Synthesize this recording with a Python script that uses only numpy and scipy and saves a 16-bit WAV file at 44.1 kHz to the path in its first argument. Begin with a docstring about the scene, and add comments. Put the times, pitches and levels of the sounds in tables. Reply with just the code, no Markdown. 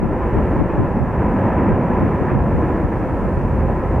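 """A volcano vents ash, far off in the open. From the start a turbulent jet roars over a deep rumble and
a faint hiss, while wind flaps at the two microphone ports, now one, now the other. Around 0.5-0.8 s gas
bursts thud, their treble taken by the air. The roar swells to its height near 1.6 s, with spurts rasping
inside it, the strongest at 2.3 s. Then the jet eases, the last strong bursts land near 3.5 s and the
rumble surges at the end. Throughout, a limiter ducks on the peaks."""
import sys
import numpy as np
from scipy.fft import rfft, irfft, next_fast_len
from scipy.io import wavfile
from scipy.ndimage import uniform_filter1d, map_coordinates

SR = 44100
rng = np.random.default_rng(int(sys.argv[2]) if len(sys.argv) > 2 else 0)


def master_out(mix):
    """Clip the mix to full scale and print it as 16-bit PCM to the path in sys.argv[1]."""
    frames = np.transpose(np.atleast_2d(mix))
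    ceiling = np.clip(frames, -1, 1)
    pcm = np.round(ceiling * 32767).astype(np.int16)
    wavfile.write(sys.argv[1], SR, pcm)


N = 176400


def amp(db):
    """Decibels to gain."""
    return 10 ** (np.asarray(db) / 20)


def unit(x):
    """Scale to rms 1."""
    return x / np.sqrt(np.mean(x ** 2) + 1e-20)


def eq_gain(colour, hz):
    """Gain of an EQ curve, its (Hz, dB) points joined on a log frequency axis."""
    freqs, db = np.transpose(colour)
    return amp(np.interp(np.log(hz + 1), np.log(freqs + 1), db))


def fader(ride):
    """One gain per sample from (s, dB) points."""
    return amp(np.interp(np.arange(N) / SR, *np.transpose(ride)))


def wobble(rate):
    """A smooth random curve, rate knots a second."""
    return map_coordinates(rng.standard_normal(1024), [np.arange(N) * rate / SR], mode="wrap")


def filtered(x, response):
    """Shape the spectrum of x by a response of frequency."""
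    m = next_fast_len(N + SR // 2)
    return irfft(rfft(x, m) * response(np.fft.rfftfreq(m, 1 / SR)), m)[..., :N]


# Stereo width from sound scattered at the sides (frequency [Hz], side over centre [dB])
SIDE_SCATTER = [(30, -14), (60, -13.5), (100, -17.5), (170, -15.5), (260, -27.5), (400, -30), (800, -20.5),
                (1000, -22.5), (1200, -14), (1700, -16), (2600, -13.5), (3500, -2.5)]


def rush(colour, width=SIDE_SCATTER):
    """Stereo turbulence of rms 1: a centre and an unrelated side."""
    mid = filtered(rng.standard_normal(N), lambda hz: eq_gain(colour, hz))
    side = filtered(rng.standard_normal(N), lambda hz: eq_gain(colour, hz) * eq_gain(width, hz))
    return unit(np.array([mid + side, mid - side]))


# Fader ride of the hiss bed (time [s], level [dB])
HISS_RIDE = [(0, -65), (.33, -61), (.55, -60.5), (.65, -62), (1.1, -63), (1.4, -61), (1.75, -63),
             (2.0, -61), (2.25, -61), (2.4, -62.5), (2.6, -60.5), (4, -61)]
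# Its airy tone (frequency [Hz], level [dB])
HISS_EQ = [(500, -10.5), (3000, -0.5), (4500, 1), (7500, -1.5), (11000, -4), (15500, -9)]


def hiss(side_db=0.5):
    """A faint, wide hiss that rises and falls a little."""
    return fader(HISS_RIDE) * rush(HISS_EQ, width=[(1000, side_db)])


# Wind hits on the microphone (centre time [s], length [s], level [dB], left share of power [0-1])
WIND_HITS = [(0.052, 0.048, -15, 1), (0.378, 0.018, -9, 0.95), (0.59, 0.029, -17.5, 0.05),
             (0.616, 0.013, -5, 0.97), (0.779, 0.018, -19, 0.13), (0.812, 0.034, -9.5, 0.5),
             (1.022, 0.018, -12, 0.04), (1.72, 0.035, -17, 0.2), (2.036, 0.027, -13, 0.6),
             (2.219, 0.011, -11.5, 0.9), (2.335, 0.018, -15.5, 0.3), (2.369, 0.018, -14, 0.05),
             (2.562, 0.04, -19.5, 0.96), (2.85, 0.014, -14.5, 0.9), (3.383, 0.015, -19, 0.84)]
# Boomy tone of wind on a port (frequency [Hz], level [dB])
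WIND_EQ = [(15, -21.5), (45, -11.5), (85, -2.5), (130, 3.5), (200, -6.5), (300, -6.5), (420, -21),
           (580, -24.5), (750, -31.5), (1200, -47.5), (3000, -90)]


def wind(hit_db=1, wake_db=-17, wake_stretch=5.3, flutter_db=-37, swing_db=6, flutter_rate=24):
    """Eddies strike each port on its own: short buffets in a longer, softer wake, over a weak flutter."""
    t = np.arange(N) / SR
    flutter = np.array([wobble(flutter_rate), wobble(flutter_rate)])
    power = amp(flutter_db + swing_db * flutter) ** 2
    for centre, length, db, left in WIND_HITS:
        offset = 2 * (t - centre) / length
        buffet = 0.5 ** (offset ** 2)
        wake = amp(wake_db) ** 2 * 0.5 ** ((offset / wake_stretch) ** 2)
        power += np.outer([left, 1 - left], amp(db + hit_db) ** 2 * (buffet + wake))
    port_noise = filtered(rng.standard_normal((2, N)), lambda hz: eq_gain(WIND_EQ, hz))
    return np.sqrt(power) * unit(port_noise)


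# Fader ride of the sub layer (time [s], level [dB])
SHUDDER_RIDE = [(0, -24.5), (.15, -25.5), (.45, -23.5), (.9, -30.5), (1.4, -27), (1.8, -29.5), (2.2, -32.5),
                (2.8, -29), (3.3, -31), (3.65, -23), (4, -30.5)]
# Its sub-bass tone (frequency [Hz], level [dB])
SHUDDER_EQ = [(10, -35.5), (22, -13.5), (32, -9), (42, -3.5), (50, -0.5), (65, -12.5), (120, -42),
              (500, -100)]


def shudder():
    """The vent's deepest shudder, heaving slowly below the rumble."""
    return fader(SHUDDER_RIDE) * rush(SHUDDER_EQ)


# Surges of the rumble (time [s], level [dB])
RUMBLE_RIDE = [(0, -27.5), (0.25, -23.5), (0.35, -21.5), (0.44, -23), (0.54, -19.5), (0.72, -25),
               (0.95, -24), (1.2, -21), (1.45, -25), (1.61, -18), (1.85, -26.5), (2.0, -19.5), (2.2, -28),
               (2.42, -16.5), (2.72, -24), (3.15, -21.5), (3.66, -18.5), (3.83, -25), (3.98, -15)]
# Its bass weight (frequency [Hz], level [dB])
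RUMBLE_EQ = [(25, -31), (42, -12), (56, -2.5), (75, 1.5), (100, -3), (135, -7), (220, -32), (800, -100)]


def rumble(gain_db=-1.5):
    """The vent rumbles in deep surges."""
    return amp(gain_db) * fader(RUMBLE_RIDE) * rush(RUMBLE_EQ)


# Swells in the body of the roar (time [s], level [dB])
BODY_RIDE = [(0, -20), (0.25, -25.5), (0.42, -22.5), (0.57, -18.5), (0.72, -24), (0.92, -22), (1.2, -21),
             (1.46, -17.5), (1.68, -17), (1.9, -18.5), (2.22, -19.5), (2.42, -21), (2.62, -19),
             (2.85, -21.5), (3.05, -23), (3.33, -23.5), (3.55, -23), (3.75, -23.5), (3.95, -23)]
# Its upper-bass tone (frequency [Hz], level [dB])
BODY_EQ = [(50, -30), (110, -7), (140, -5), (185, -1), (230, -2.5), (290, -8.5), (450, -27.5), (1500, -100)]


def body(gain_db=-1.5):
    """The plume's large eddies swell and sink, giving the roar its body."""
    return amp(gain_db) * fader(BODY_RIDE) * rush(BODY_EQ)


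# Fader ride of the growl (time [s], level [dB])
GROWL_RIDE = [(0, -32), (0.27, -26.5), (0.8, -28.5), (1.12, -35.5), (1.23, -26.5), (1.52, -29.5),
              (1.6, -22), (1.8, -28.5), (2.28, -25.5), (2.42, -32.5), (2.55, -26), (2.65, -23.5),
              (2.82, -27), (3.15, -30.5), (4, -28)]
# Its low-mid tone (frequency [Hz], level [dB])
GROWL_EQ = [(200, -35), (305, -1), (365, -1.5), (500, -17), (1200, -88.5)]


def growl():
    """The plume's smaller eddies growl above the body."""
    return fader(GROWL_RIDE) * rush(GROWL_EQ)


# Cues for the gas spurts (centre time [s], level [dB])
SPURT_CUES = [(0.24, -35.5), (1.22, -38.5), (1.601, -32.5), (1.68, -35), (2.0, -34), (2.3, -30)]
# Their midrange bite (frequency [Hz], level [dB])
SPURT_EQ = [(500, -28.5), (1020, 0), (1200, -8), (1800, -7.5), (2500, -23), (5000, -68.5)]


def spurts(length_s=0.054):
    """Brief pushes of faster gas rasp inside the roar."""
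    t = np.arange(N) / SR
    swells = sum(amp(db) * 0.5 ** ((2 * (t - centre) / length_s) ** 2) for centre, db in SPURT_CUES)
    return swells * rush(SPURT_EQ)


# Cues for the strongest gas bursts (time [s], level [dB])
BURST_CUES = [(0.476, -3), (0.536, -4), (0.658, -2.5), (0.828, -4), (1.454, 0), (1.69, -4), (2.318, -3.5),
              (3.45, -2.5), (3.65, -4.5), (3.699, -2.5)]


def bursts(cue_db=-4, puff_count=260, puff_db=-7.5, spread_db=1.5, rise_s=0.00042, fall_s=0.002,
           air_hz=900, low_cut_hz=35):
    """Each gas burst is a push of pressure and a longer suction, dulled by the air."""
    t, track = np.arange(SR // 20) / SR, np.zeros(N + SR)
    # Small puffs fall at random among the cued hits and follow the jet's fader.
    puff_times = rng.uniform(0, N / SR, puff_count)
    puff_levels = np.interp(puff_times, *np.transpose(JET_RIDE)) + puff_db
    puff_levels += spread_db * rng.standard_normal(puff_count)
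    hits = [(start, db + cue_db) for start, db in BURST_CUES]
    for start, db in list(zip(puff_times, puff_levels)) + hits:
        age = t / (fall_s * np.exp(0.18 * rng.standard_normal()))  # each has its own length
        attack = 1 - np.exp(-t / rise_s)
        pulse = attack * (1 - age) * np.exp(-age)
        track[round(start * SR):][:len(t)] += amp(db) * pulse / pulse.max()

    def thud_eq(hz):
        low_cut = 1j * hz / (low_cut_hz + 1j * hz)
        return low_cut / np.sqrt(1 + (hz / air_hz) ** 8)
    return filtered(track, thud_eq)


# Fader ride of the ash jet (time [s], level [dB])
JET_RIDE = [(0, -26), (0.2, -24), (0.35, -22), (0.58, -22.5), (0.8, -23), (1.03, -25), (1.22, -22),
            (1.43, -20), (1.65, -20.5), (1.82, -22), (2.0, -21), (2.15, -22.5), (2.31, -22.5),
            (2.45, -23.5), (2.62, -22.5), (3.0, -24), (3.4, -25.5), (3.75, -24)]
# Its distant tone, the top taken off by the air (frequency [Hz], level [dB])
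JET_EQ = [(120, -32.5), (240, -12.5), (325, -5.5), (444, -5.5), (515, -1.5), (677, -9), (830, -7),
          (940, -8), (1005, -5), (1060, -11.5), (1170, -17.5), (1320, -14.5), (1460, -22), (1700, -17.5),
          (2000, -25), (2600, -32), (3050, -43), (3800, -57), (6000, -100)]


def jet(gain_db=-1.04, churn_db=0.5, churn_rate=40, speed_wander=0.00694, wander_rate=9):
    """The ash jet's broad roar, stirred by small eddies; its pitch wanders with the speed of the gas."""
    playhead = np.arange(N) + np.cumsum(speed_wander * wobble(wander_rate))
    roar = np.array([map_coordinates(channel, [playhead], mode="mirror") for channel in rush(JET_EQ)])
    churn = amp(churn_db * wobble(churn_rate))
    return amp(gain_db) * fader(JET_RIDE) * churn * roar


def scene(pan_db=0.17):
    """The mix: the eruption ahead, a hair to the right, and wind at the microphone."""
    eruption = jet() + spurts() + body() + growl() + rumble() + shudder() + bursts()
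    return (eruption + hiss()) * amp([[-pan_db], [pan_db]]) + wind()


def record(dry, threshold_db=-5, release_s=0.033, top_hz=15750):
    """Master chain: a limiter ducks both channels on a peak and recovers, then a brick-wall high cut."""
    peak = np.abs(dry).max(axis=0)
    overshoot = np.log(np.maximum(peak / amp(threshold_db), 1))
    release = np.arange(N) / SR / release_s
    # Each overshoot decays until a bigger one takes over.
    held = np.exp(np.maximum.accumulate(np.log(overshoot + 1e-12) + release) - release)
    duck = uniform_filter1d(uniform_filter1d(held, size=200), size=200)  # softens the attack
    return filtered(dry * np.exp(-duck), lambda hz: hz < top_hz)


dry = scene()
out = record(dry)
master_out(out)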